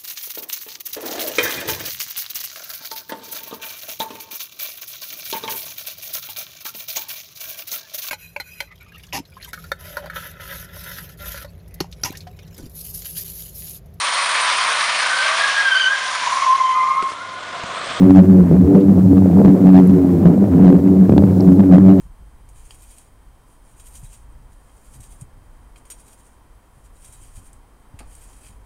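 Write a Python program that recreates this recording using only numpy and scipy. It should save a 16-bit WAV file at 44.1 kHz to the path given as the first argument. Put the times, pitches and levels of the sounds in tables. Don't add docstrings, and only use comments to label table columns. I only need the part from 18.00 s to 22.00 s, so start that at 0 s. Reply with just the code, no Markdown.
import sys
import numpy as np
from scipy import signal
from scipy.fft import rfft, irfft
from scipy.io import wavfile
from scipy.ndimage import uniform_filter1d, minimum_filter1d

SR = 44100
rng = np.random.default_rng(int(sys.argv[2]) if len(sys.argv) > 2 else 0)


def materialize(psi):
    bounded = np.clip(np.atleast_2d(psi).T, -1, 1)
    quanta = np.round(bounded * 32767).astype(np.int16)
    wavfile.write(sys.argv[1], SR, quanta)


N = 176400
T = np.arange(N) / SR

# time in seconds, nominal pitch in Hz.
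PITCH_HZ = [(0.0, 90.2), (0.03, 93.1), (0.15, 94.83), (0.41, 92.44), (0.5, 84.85), (0.56, 89.42),
            (0.63, 90.87), (0.7, 96.54), (0.86, 97.37), (1.11, 92.17), (1.19, 94.58), (1.32, 90.2),
            (1.39, 97.67), (1.48, 93.44), (1.57, 97.3), (1.65, 93.72), (1.88, 92.2), (2.0, 92.74),
            (2.17, 87.6), (2.27, 90.36), (2.32, 95.58), (2.46, 99.14), (2.52, 89.36), (2.55, 88.8),
            (2.6, 92.57), (2.76, 90.6), (2.82, 94.99), (3.07, 94.64), (3.11, 91), (3.19, 97.1), (3.56, 92),
            (3.6, 97.9), (3.65, 92.9), (3.75, 91.6), (3.8, 96.7), (3.88, 94.14), (3.93, 97.4), (4.0, 93.9)]
# time in seconds, relative level in dB.
FIRST_DB = [(0.0, -28), (0.05, -16), (0.58, -19.5), (0.68, -12.5), (0.73, -24.5), (1.09, -14.5),
            (1.47, -22), (2.1, -23), (2.14, -19.5), (2.19, -21), (2.31, -20), (2.33, -32), (2.46, -17.5),
            (3.07, -24.5), (3.1, -13), (3.41, -18.5), (3.48, -26.5), (3.64, -12.5), (3.69, -17.5),
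            (4.0, -14)]
SECOND_DB = [(0.0, -38), (0.03, -2), (0.08, -20.5), (0.2, -5), (0.22, -4), (0.24, -30.5), (0.3, -3.5),
             (0.34, -11.5), (0.39, -5.5), (0.49, -18), (0.53, -2.5), (0.56, -18.5), (0.6, -6), (0.7, -25.5),
             (0.77, -6.5), (0.85, -28), (0.89, -6.5), (0.96, -21), (0.98, -11), (1.07, -11), (1.11, -33),
             (1.17, -9.5), (1.27, -15), (1.4, -9.5), (1.43, -19.5), (1.45, -9.5), (1.55, -9.5), (1.57, -20),
             (1.67, -6), (1.97, -12), (1.99, -24.5), (2.04, -17), (2.06, -20), (2.18, -13.5), (2.21, -25.5),
             (2.27, -3.5), (2.32, -32.5), (2.43, -10), (2.52, -31), (2.54, -16), (2.7, -5), (2.73, -27),
             (2.76, -3), (2.8, -25.5), (2.91, -11), (2.93, -20), (3.01, -4), (3.09, -20), (3.15, -10.5),
             (3.21, -14), (3.45, -18), (3.48, -5), (3.56, -19), (3.6, -4.5), (3.68, -29.5), (3.73, -3.5),
             (3.78, -10), (3.93, -6.5), (3.97, -18.5), (4.0, -11.5)]
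THIRD_DB = [(0.0, -15.5), (0.1, -9), (0.18, -10), (0.21, -24.5), (0.24, -14), (0.27, -28), (0.31, -15),
            (0.36, -18.5), (0.41, -33.5), (0.44, -24.5), (0.56, -22), (0.59, -27), (0.61, -8.5),
            (0.65, -41), (0.68, -11), (0.81, -18.5), (0.83, -10.5), (0.97, -27.5), (1.08, -20.5),
            (1.12, -4.5), (1.18, -17), (1.27, -15.5), (1.29, -33), (1.39, -13), (1.41, -31.5),
            (1.46, -14.5), (1.53, -10.5), (1.57, -27.5), (1.64, -10.5), (1.83, -9.5), (1.87, -30),
            (1.94, -9), (1.96, -21), (2.02, -12.5), (2.21, -25), (2.28, -18), (2.34, -12.5), (2.37, -42),
            (2.43, -13), (2.48, -36), (2.51, -17), (2.74, -10.5), (2.77, -22.5), (2.91, -13), (2.96, -22),
            (3.15, -25.5), (3.17, -14.5), (3.31, -28), (3.32, -30.5), (3.53, -10.5), (3.63, -21),
            (3.66, -10.5), (3.72, -11.5), (3.75, -19.5), (3.79, -5.5), (3.82, -24.5), (3.9, -8.5),
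            (4.0, -17.5)]
FOURTH_DB = [(0.0, -22), (0.09, -15), (0.13, -27), (0.4, -18), (0.48, -31), (0.52, -21.5), (0.6, -43),
             (0.62, -24), (0.79, -16), (0.98, -40), (1.17, -22), (1.3, -35), (1.41, -22.5), (1.76, -26),
             (1.79, -15), (1.93, -28), (1.97, -12.5), (2.03, -27.5), (2.14, -18), (2.22, -31), (2.25, -20),
             (2.31, -46.5), (2.58, -22.5), (2.86, -25), (2.94, -19.5), (3.05, -31), (3.1, -22.5),
             (3.38, -30), (3.42, -20), (3.82, -27), (3.84, -20.5), (4.0, -21)]
# multiple of the pitch, level in dB against FOURTH_DB.
UPPER_PARTIALS = [(5, -11), (6, -16.5), (7, -21), (8, -30.5), (9, -30)]
# frequency in Hz, relative density in dB.
CHURN_SPECTRUM = [(20, -48), (50, -36), (75, -3), (120, -10), (160, 10), (230, 6), (330, 1.5), (480, -7.5),
                  (700, -14.5), (1000, -26), (1500, -43), (3000, -65), (16000, -91.5)]
RASP_SPECTRUM = [(200, -5), (700, -0.5), (1000, 1.5), (1500, -5), (2200, -11), (3200, -20.5), (5000, -32.5),
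                 (16000, -59.5)]
HISS_SPECTRUM = [(100, -3.5), (2000, -5.5), (4000, 3), (5200, 2), (8000, 2.5), (10700, 0), (12300, 4.5),
                 (14000, 0.5), (16000, 4)]
WIND_SPECTRUM = [(5, 5.5), (25, -3), (50, -8.5), (100, -19.5), (300, -48.5), (2000, -89.5)]
# time in seconds, relative level in dB.
CHURN_DB = [(0.0, -20), (0.08, -29), (0.13, -44), (0.22, -21.5), (0.29, -28.5), (0.53, -17.5),
            (0.58, -22.5), (0.89, -20.5), (0.93, -23), (1.38, -19), (1.41, -19), (1.57, -20.5), (1.66, -18),
            (1.69, -25.5), (1.75, -22.5), (1.88, -23), (2.44, -20), (2.6, -20), (2.74, -18), (2.76, -22),
            (3.06, -21.5), (3.1, -27), (3.26, -21), (3.31, -20.5), (4.0, -25)]
RASP_DB = [(0.0, -40.5), (0.2, -46), (0.73, -48), (0.83, -49), (1.09, -50.5), (1.63, -46), (2.36, -49),
           (2.64, -44), (2.73, -48.5), (3.48, -49.5), (3.72, -48), (4.0, -48.5)]
HISS_DB = [(0, -49), (.3, -51), (.7, -51), (1.2, -50), (1.8, -49.5), (2.18, -50.5), (2.23, -51.5),
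           (3.1, -51), (3.4, -49), (3.62, -51), (3.8, -52.5), (4, -51.5)]
# peak time and half length in seconds, centre and width in Hz, level in dB.
SPRAYS = [(3.1805, .001, 3500, 3400, -28), (.812, 0.0086, 2800, 3500, -44),
          (1.874, 0.0026, 10900, 3200, -39.5), (2.13, .08, 14100, 4000, -61),
          (3.407, 0.0021, 4900, 2250, -37), (3.32, 0.091, 7200, 4987, -68)]
# peak time in seconds, half length in seconds, gain in dB.
SHOVES = [(0.027, 0.023, 2), (.108, .011, 4.5), (0.179, 0.029, 3.8), (0.767, 0.017, 2), (1.173, .01, 1.9),
          (1.456, .011, 3.5), (1.487, 0.0078, 2.5), (1.679, 0.025, 2), (1.771, 0.036, 3.5),
          (1.9, 0.0097, 3), (2.271, .016, 2), (2.673, .04, 2.5), (3.484, 0.0098, 1.2), (3.524, 0.0056, 3),
          (3.601, 0.0092, 2.5), (3.744, .026, 4.5), (3.885, 0.043, 1.5)]
# start in seconds, level in dB, final pitch in Hz.
THUMPS = [(0.5131, 1.9, 170), (0.5254, -1.5, 170), (1.1313, -1, 180), (2.2557, 1.5, 164.9),
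          (2.2845, -2, 165), (2.4245, -2, 190.2), (2.726, 1, 169), (3.0943, 4.5, 175.7), (3.1221, 2, 149.5),
          (3.1369, 1.5, 160), (3.1646, 0, 170.9), (3.179, 2.5, 196), (3.2373, 2, 141), (3.782, 2, 170)]
# peak time in seconds, level in dB, pitch in Hz.
POPS = [(1.222, -15.5, 655), (1.260, -5, 464), (1.275, -23, 480), (1.302, -15, 625), (1.331, -15.5, 625.6),
        (1.373, -12.5, 760), (1.404, -10, 526.3), (1.417, -1, 467.2), (2.300, -12, 559.8),
        (2.345, -11, 484), (2.378, -13, 570), (2.442, -12, 620.6), (3.139, -18, 601.4), (3.195, -8, 516),
        (3.224, -6, 480), (3.402, -19, 696)]


def amp(db):
    return 10 ** (np.asarray(db) / 20)


def unit_rms(x):
    return x / np.sqrt(np.mean(x ** 2) + 1e-20)


def curve(rows):
    return np.interp(T, *np.transpose(rows))


def coloured(x, spectrum):
    hz, db = np.transpose(spectrum)
    bins_hz = np.fft.rfftfreq(N, 1 / SR)
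    gain = amp(np.interp(np.log(bins_hz + 1), np.log(hz + 1), db))
    return unit_rms(irfft(rfft(x) * gain, N))


def waver(rate_hz):
    bins_hz = np.fft.rfftfreq(N, 1 / SR)
    return unit_rms(irfft(rfft(rng.standard_normal(N)) * np.exp(-(bins_hz / rate_hz) ** 2), N))


def slip_phase():
    return 2 * np.pi * np.cumsum(curve(PITCH_HZ) * 0.997) / SR


def shove_db():
    return sum(db * np.exp(-((T - peak_s) / half_s) ** 4) for peak_s, half_s, db in SHOVES)


def partial(phase, level_db, drift, tremble_depth, tremble_hz):
    angle = phase + drift * waver(rate_hz=9.9) / (0.5 + 0.17 * np.abs(shove_db()))
    tremble = tremble_depth * (waver(tremble_hz) + 1j * waver(tremble_hz))
    swell = uniform_filter1d(amp(level_db), round(0.012 * SR))
    return np.sqrt(2) * swell * ((1 + tremble) * np.exp(1j * angle)).imag


def boom():
    phase = slip_phase()
    out = amp(-3) * partial(1.02 * phase, curve(FIRST_DB), drift=0.69, tremble_depth=0.31, tremble_hz=16)
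    out += amp(1.66) * partial(2 * phase, curve(SECOND_DB), drift=0.4, tremble_depth=0.079, tremble_hz=51)
    out += amp(0.76) * partial(3 * phase, curve(THIRD_DB), drift=0.3, tremble_depth=0.079, tremble_hz=22)
    out += amp(-1.1) * partial(4 * phase, curve(FOURTH_DB), drift=0.6, tremble_depth=0.1, tremble_hz=21.9)
    for multiple, db in UPPER_PARTIALS:
        level_db = curve(FOURTH_DB) + db + 3 * waver(rate_hz=1.2)
        out += partial(multiple * phase, level_db, drift=0.95, tremble_depth=0.3, tremble_hz=24.5)
    return out


def churn(slips_per_s=700):
    slips = rng.choice([-1, 1], N) * (rng.random(N) < slips_per_s / SR)
    drive = unit_rms(slips) + 0.62 * rng.standard_normal(N)
    return coloured(drive, CHURN_SPECTRUM) * amp(curve(CHURN_DB) + 5 + 2.6 * waver(rate_hz=19))


def swing_limit(x, max_swing=1.02, window_samples=400):
    peaks = -minimum_filter1d(-np.abs(x), window_samples)
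    reach = uniform_filter1d(peaks, window_samples)
    return x / (1 + (reach / max_swing) ** 10) ** (1 / 10)


def rasp():
    friction = (1 + 0.5 * np.cos(slip_phase())) * rng.standard_normal(N)
    return coloured(friction, RASP_SPECTRUM) * amp(curve(RASP_DB) + 6 + 2 * waver(rate_hz=40))


def grains():
    out = coloured(rng.standard_normal(N), HISS_SPECTRUM)
    out *= amp(curve(HISS_DB) + 1.5 + 0.36 * waver(rate_hz=25))
    for peak_s, half_s, centre_hz, width_hz, db in SPRAYS:
        band = unit_rms(waver(width_hz / 2) * np.cos(2 * np.pi * centre_hz * T))
        out += amp(db) * band * np.exp(-((T - peak_s) / half_s) ** 2)
    return out


def wind():
    return coloured(rng.standard_normal(N), WIND_SPECTRUM) * amp(-54.5 + 3.6 * waver(rate_hz=6))


def overload_buzz(drone):
    gain = amp(shove_db())
    buzz = coloured(rng.standard_normal(N), [(900, -3), (6000, -9), (16000, -30.5)]) * amp(-32)
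    pulses = np.cos(slip_phase() / 2) ** 8
    return drone * gain + buzz * (gain - 1) * pulses


def thumps(drone, rise_s=0.0018, bend=1.52, duck_depth=0.41, duck_s=0.0049):
    out = drone.copy()
    for start_s, db, final_hz in THUMPS:
        age = np.maximum(T - start_s, 0) / rise_s
        turns = final_hz * rise_s * (age + bend * (1 - np.exp(-age)))
        envelope = (age * np.exp(1 - age)) ** 1.3
        out *= 1 - duck_depth * np.exp(-((T - start_s - rise_s) / duck_s) ** 2)
        out -= amp(db) * envelope * np.sin(2 * np.pi * turns)
    return out


def pops(decay_s=0.0012, rounding_s=0.00007):
    out = np.zeros(N)
    for peak_s, db, hz in POPS:
        offset_s = T - peak_s
        envelope = np.exp((rounding_s - np.hypot(offset_s, rounding_s)) / decay_s)
        out += amp(db) * envelope * np.cos(2 * np.pi * hz * offset_s)
    return out


def scene(low_cut_hz=71):
    low_cut = signal.butter(4, low_cut_hz, "highpass", fs=SR, output="sos")
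    drone = swing_limit(boom() + signal.sosfiltfilt(low_cut, churn() + pops()))
    return (thumps(overload_buzz(drone)) + rasp() + grains() + wind())[None]


def record(dry, ceiling=0.915, hardness=70, cutoff_hz=15750):
    clipped = dry / (1 + np.abs(dry / ceiling) ** hardness) ** (1 / hardness)
    low_pass = signal.firwin(511, cutoff_hz, window=("kaiser", 9), fs=SR)
    return signal.oaconvolve(clipped, low_pass[None], "same")


dry = scene()
out = record(dry)
materialize(out)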